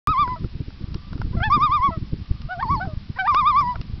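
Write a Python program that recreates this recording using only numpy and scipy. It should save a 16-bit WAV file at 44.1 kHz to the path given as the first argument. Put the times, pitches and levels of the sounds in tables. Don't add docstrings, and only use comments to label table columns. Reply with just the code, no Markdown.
import sys
import numpy as np
from scipy import signal
from scipy.io import wavfile

SR = 44100
rng = np.random.default_rng(int(sys.argv[2]) if len(sys.argv) > 2 else 0)


def output_pcm(signal):
    pcm = np.clip(np.atleast_2d(signal).T, -1, 1) * 32767
    wavfile.write(sys.argv[1], SR, np.round(pcm).astype(np.int16))


def linear_from_db(decibels):
    return 10 ** (np.asarray(decibels, float) / 20)


N = 176400

# time_s, level_db
WIND_GUSTS = [(.08, -32), (0.302, -31), (0.742, -37), (1.05, -35), (1.351, -25.5), (1.802, -32),
              (2.24, -36), (2.499, -37.5), (2.72, -28), (3.029, -38), (3.599, -33.5), (4, -31.5)]
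# freq_hz, density_db_per_hz
WIND_SPECTRUM = [(14, -4.5), (25, -0.5), (60, -0.5), (120, -4), (200, -10), (320, -28.5), (550, -51),
                 (900, -63)]
# time_s, peak_db, pitch_hz, flutter_db
BUFFETS = [(0.082, -16.5, 111, -15.5), (0.106, -22, 108.5, -11), (0.227, -22.5, 108, -15),
           (0.277, -25.5, 112.7, -11.5), (0.325, -28, 110.0, -10), (0.409, -20, 102.3, -20.3),
           (0.447, -15, 110.0, -14.5), (0.555, -20.5, 94.4, -17.5), (0.607, -13.5, 109.6, -18),
           (0.684, -23.5, 113, -15.5), (0.814, -26, 109.7, -11), (0.842, -19.5, 105.0, -21),
           (0.888, -21, 82.8, -22), (0.955, -19.5, 111, -15), (1.128, -20.5, 110.0, -21.5),
           (1.156, -21.5, 109.8, -13), (1.2, -20, 113.9, -17.5), (1.251, -16, 82.6, -20),
           (1.278, -22.5, 69.8, -18.5), (1.312, -22, 100.0, -19), (1.349, -15.5, 109, -12),
           (1.374, -13, 112, -21), (1.417, -18.5, 103.0, -19), (1.479, -16.5, 99.0, -26),
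           (1.506, -20, 90.6, -26), (1.577, -16, 108.0, -11.5), (1.611, -24, 110.0, -13.5),
           (1.641, -23, 99.0, -19.6), (1.698, -19, 110.0, -19.5), (1.754, -30, 98, -16),
           (1.801, -20, 79.0, -25.5), (1.847, -32, 107, -14.5), (1.89, -18, 109, -12.5),
           (1.977, -14.5, 111.3, -20), (2.028, -18, 110.0, -19), (2.134, -15.5, 110.0, -13.5),
           (2.313, -12, 82.5, -24), (2.454, -22, 82.3, -32), (2.657, -22.3, 107.5, -13),
           (2.711, -27, 111, -9.5), (2.739, -22, 109.6, -11.5), (2.772, -27, 110.0, -11),
           (2.877, -16, 105, -19), (2.936, -20, 108.7, -22), (2.976, -17.5, 83.2, -35),
           (3.103, -16, 105.0, -22), (3.64, -25, 111, -17.5), (3.762, -24, 77, -23.5),
           (3.806, -21, 110.0, -17.5), (3.939, -17.5, 79.1, -28)]
# time_s, peak_db, brightness_db
TICKS = [(0.2771, -10.5, -21.5), (.4435, -20.5, -27), (.705, -27, -23), (0.9442, -20, 0.5),
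         (1.131, -17, -11), (1.179, -22, -9), (1.2098, -29, -11), (1.2167, -8, -18.5), (1.573, -23.5, -13),
         (1.62, -22, -8), (2.418, -31, 6.5), (2.681, -27, -23), (2.854, -19.5, -27), (3.339, -26, 2.5),
         (3.3459, -1.5, -4), (3.61, -14, -25.5), (3.7572, -12, -25), (3.814, -26, 7)]
# freq_hz, level_db, t60_s
CASE_MODES = [(680, -4, 0.0049), (1030, -1, 0.0093), (1393, 1, 0.015), (2140, -17, 0.017)]
# freq_hz, level_db, t60_s
CRACK_MODES = [(2840, -0.5, 0.0097), (3700, -5.5, 0.007), (5234, 15.5, 0.0013)]
# time_s, pitch_hz, level_db, effort_db
HIGH_NOTES = [
    [(.062, 1077, -13.5, 0), (.112, 1284, -16.5, -0.5), (.155, 1016, -19.5, -2), (.21, 1191, -13, 0),
     (.265, 977, -25, -5), (.318, 1011, -22.5, -1.5), (.362, 953, -34, -9)],
    [(1.498, 979, -18.5, -5), (1.547, 1214, -11, 0.5), (1.592, 1024, -22, -4), (1.645, 1230, -12, 0.5),
     (1.695, 1005, -21, -2.5), (1.747, 1215, -12.5, 0.5), (1.80, 981, -23, -4), (1.856, 1127, -12, -1.5),
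     (1.908, 914, -27.5, -7.5)],
    [(2.624, 1159, -9, 2), (2.674, 872, -26.5, -14.5), (2.727, 1144, -14.5, -0.5),
     (2.782, 860, -24.5, -23.5), (2.803, 895, -34.5, -9)],
]
# time_s, pitch_hz, level_db, effort_db
LAST_HIGH_NOTE = [(3.274, 1186, -12.5, 0), (3.293, 1200, -11.5, -1), (3.338, 1017, -17, -6),
                  (3.389, 1226, -12.5, 1), (3.436, 1009, -17.5, -4.5), (3.488, 1220, -12, 0),
                  (3.539, 1005, -17.5, -3), (3.592, 1183, -11.5, -1),
                  (3.646, 964.3, -21.5, -5.5),
    (3.705, 992, -19, -1),
    (3.746, 948, -36.5, -14),
]
# time_s, pitch_hz, level_db, effort_db
LOW_NOTES = [
    [(.357, 658, -40.5, -1), (.387, 635, -50, -8.5)],
    [(1.325, 479, -53.5, 6.5), (1.358, 585, -42.5, -6.5)],
    [(1.364, 684, -37, -3), (1.398, 659, -35, -3.5)],
    [(1.4, 650, -29, -5.5), (1.412, 694, -34, -1), (1.456, 879, -24.5, 3), (1.498, 794, -30.5, -13)],
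    [(1.905, 687, -32.5, -9.5), (1.935, 653, -36.5, 0), (1.975, 608, -48.5, 1)],
    [(2.485, 634, -42.5, -10), (2.525, 744.6, -28.5, 2.5), (2.572, 677, -35, -20), (2.604, 794, -27, 2.5)],
    [(2.603, 797, -35, -5.5), (2.618, 920, -27, -8), (2.632, 896, -33.5, -1)],
    [(2.797, 662, -32, -11.5), (2.828, 754, -29, 2), (2.852, 784, -32, -13.5), (2.885, 634, -36, -11.5),
     (2.925, 604.5, -42.5, -4), (2.945, 575, -51.5, 2)],
    [(3.157, 457, -61.5, 17), (3.182, 568, -44, 5.5)],
    [(3.184, 752, -25, 0), (3.203, 768.7, -26, 7), (3.238, 733, -25, -10), (3.278, 1020, -22.5, -8.5)],
    [(3.738, 693, -42.5, -10.5), (3.765, 638, -35.5, 1.5)],
]
# level_db, gain_db_per_effort_db
HIGH_PARTIALS = [(-1, 0), (-21, 0.42), (-20.5, 6), (-30.5, 3), (-34.5, -1), (-44.5, 2.5)]
# level_db, gain_db_per_effort_db
LOW_PARTIALS = [(0.5, 0), (-0.5, 1), (-12, 1.3), (-19.5, 2), (-27, 1.5), (-30, 1.1)]
# freq_hz, gain_db
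THROAT = [(800, 0), (1140, 1), (1600, 1.5), (2500, -1), (3000, -7), (3300, 4.5), (3480, -3), (3700, -1)]
SECOND_BIRD_DB = [-0.3, -2, -10, 1.5, -2.5, -11]


def rms_one(x):
    return x / np.sqrt(np.mean(x ** 2) + 1e-20)


def at_hz(points, hz):
    points_hz, points_db = np.transpose(points)
    return np.interp(np.log(hz), np.log(points_hz), points_db)


def bandpass(x, order, low_hz, high_hz):
    return signal.sosfilt(signal.butter(order, [low_hz, high_hz], "band", fs=SR, output="sos"), x)


def lowpass(x, hz):
    return signal.sosfilt(signal.butter(2, hz, fs=SR, output="sos"), x)


def drift(rate_hz):
    r = np.exp(-2 * np.pi * rate_hz / SR)
    noise = rng.standard_normal(N + SR)
    return rms_one(signal.lfilter([1], [1, -2 * r, r * r], noise)[SR:])


def faint_noise():
    return linear_from_db(-51) * rng.standard_normal(N)


def wind():
    lump_db, lumps_per_s, trim_db = 4.5, 18, -1
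    lump = np.minimum(drift(lumps_per_s), 1.5)
    edges_hz = 14 * 2 ** np.arange(0, 6.1, .5)
    white = rng.standard_normal((2, N))
    out = 0
    for k, (low_hz, high_hz) in enumerate(zip(edges_hz, edges_hz[1:])):
        band = bandpass(white[k % 2], 2, low_hz, high_hz)
        depth_db = lump_db * min(0.23 + 0.24 * k, 1.2)
        out = out + band * linear_from_db(at_hz(WIND_SPECTRUM, np.sqrt(low_hz * high_hz)) + depth_db * lump)
    time_s, level_db = np.transpose(WIND_GUSTS)
    gust_db = np.interp(np.arange(N) / SR, time_s, level_db)
    return rms_one(lowpass(out, 420)) * linear_from_db(gust_db + trim_db)


def buffets():
    width_cycles, push, flutter_s = 0.58, 0.63, 0.014
    t = np.arange(N) / SR
    flutter = rms_one(bandpass(rng.standard_normal(N), 3, 140, 340))
    turns = rng.uniform(0, 2 * np.pi, len(BUFFETS))
    out = 0
    for (time_s, peak_db, hz, flutter_db), turn in zip(BUFFETS, turns):
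        late = t - time_s
        bump = np.exp(-(late * hz / width_cycles) ** 2 * 2)
        swing = np.cos(2 * np.pi * late * hz + turn) + push * np.cos(turn)
        out = out + linear_from_db(peak_db) * bump * swing
        out = out + linear_from_db(peak_db + flutter_db) * np.exp(-(late / flutter_s) ** 2) * flutter
    return out


def ring(clicks, hz, t60_s):
    r, w = linear_from_db(-60 / (t60_s * SR)), 2 * np.pi * hz / SR
    return signal.lfilter([0, np.sin(w)], [1, -2 * r * np.cos(w), r * r], clicks + 1e-18)


def ticks():
    bounces = ((0, -4), (.0013, -5), (.0042, -16.5))  # lag_s, loss_db
    trim_db, spread_db = -14.0, 0.25
    time_s, peak_db, bright_db = np.transpose(TICKS)
    out = 0
    for modes, extra_db in ((CASE_MODES, 0 * peak_db), (CRACK_MODES, bright_db)):
        for hz, mode_db, t60_s in modes:
            clicks = np.zeros(N)
            for lag_s, loss_db in bounces:
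                chance_db = rng.normal(0, spread_db, len(TICKS))
                sign = rng.choice([-1, 1], len(TICKS)) if lag_s else -1
                level_db = peak_db + extra_db + mode_db + loss_db + trim_db + chance_db
                clicks[((time_s + lag_s) * SR).astype(int)] = linear_from_db(level_db) * sign
            out = out + ring(clicks, hz, t60_s)
    return out


def shore(x):
    echo_start_s, echo_spread_s, echo_db = 0.63, .2, -51
    near_db, near_t60_s = -39, 0.68
    t = np.arange(2 * SR) / SR
    late = np.clip((t - echo_start_s) / echo_spread_s, 0, None)
    swell = linear_from_db(echo_db) * late * np.exp(-late) / np.sqrt(echo_spread_s)
    near = linear_from_db(near_db - 60 * t / near_t60_s) / np.sqrt(near_t60_s)
    dull = signal.lfilter([.3], [1, -.7], rng.standard_normal(2 * SR))
    tail = dull * (swell + near) * 10 / np.sqrt(SR)
    return signal.fftconvolve(x, tail)[:N]


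def ease(values, place, dwell):
    last = len(values) - 2
    k = np.minimum(place.astype(int), last)
    a, b, x = values[k], values[k + 1], place - k
    start = np.sin(np.pi / 2 * x)
    middle = .5 - .5 * np.cos(np.pi * x)
    end = 1 - np.cos(np.pi / 2 * x)
    u = np.where(k == last, end, np.where(k == 0, start, middle))
    power = np.where((k == last) | (k == 0), 1, dwell)
    low_share = np.where(b > a, 1 - u, u).clip(0) ** power
    return np.maximum(a, b) - np.abs(b - a) * low_share


def note(rows, partials, wobble):
    edge_s, break_s, jitter, break_jitter = .003, 0.0057, .001, 0.085
    rise_db_per_oct_s, rise_effort, shimmer_db, uneven_db = 0.16, 0.28, 0.92, 1.3
    low_top_hz, rasp_db = 940, -30
    shimmer, pitch_drift, crack, uneven, rasp = wobble

    s, hz, db, effort = np.transpose(rows)
    second_bird = 2.4 < s[0] < 3.0
    i = np.arange(int(s[0] * SR), int((s[-1] + edge_s) * SR))
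    place = np.interp(i / SR, s, np.arange(len(s)))
    hz, db, effort = ease(hz, place, 1.2), ease(db, place, 1.7), ease(effort, place, 1.4)
    low = hz < low_top_hz
    rise = np.gradient(np.log2(hz)) * SR
    db = db + rise_db_per_oct_s * rise + shimmer_db * shimmer[i]
    effort = effort + rise_effort * rise * low

    since, left = i - i[0], i[-1] - i
    cracked = break_jitter * (np.exp(-since / (break_s * SR)) + np.exp(-left / (break_s * SR)))
    unsteady = 1 + jitter * pitch_drift[i] + cracked * crack[i]
    phase = 2 * np.pi * np.cumsum(hz * unsteady) / SR
    edge = np.sin(np.pi / 2 * np.clip(np.minimum(since, left) / (2 * edge_s * SR), 0, 1)) ** 2

    tone = 0
    for k, (base_db, gain) in enumerate(partials, 1):
        partial_db = db + base_db + gain * effort + at_hz(THROAT, k * hz)
        partial_db = partial_db + second_bird * SECOND_BIRD_DB[k - 1]
        partial_db = partial_db + uneven_db * min(k - 1, 3) * uneven[i - 3000 * k]
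        tone = tone + linear_from_db(partial_db) * np.sin(k * phase + k * k)
    out = np.zeros(N)
    out[i] = edge * (tone + linear_from_db(db + rasp_db + effort) * low * rasp[i])
    return out


def loons():
    rasp = rms_one(bandpass(rng.standard_normal(N), 2, 3700, 5600))
    wobble = drift(60.0), drift(80.0), drift(500.0), drift(18.0), rasp
    high = sum(note(rows, HIGH_PARTIALS, wobble) for rows in HIGH_NOTES + [LAST_HIGH_NOTE])
    low = sum(note(rows, LOW_PARTIALS, wobble) for rows in LOW_NOTES)
    return high + low


def scene():
    birds = loons()
    return (faint_noise() + wind() + buffets() + ticks() + shore(birds) + birds)[None]


def band_limit(x):
    return signal.sosfilt(signal.butter(12, 17090, fs=SR, output="sos"), x)


def record(dry):
    start_s, step, offset, slow = .07256, 1 / 200, 0.0025, 4
    soft = lowpass(dry, 6830)
    held = np.zeros_like(dry)
    held[:, ::slow] = slow * (step * np.round(soft[:, ::slow] / step) + offset)
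    upsampler = signal.cheby2(8, 50, 5972 + 1100, fs=SR, output="sos")
    smooth = signal.sosfiltfilt(upsampler, held, padtype="even")
    mix = smooth * (np.arange(N) >= start_s * SR)
    return band_limit(mix)


dry = scene()
out = record(dry)
output_pcm(out)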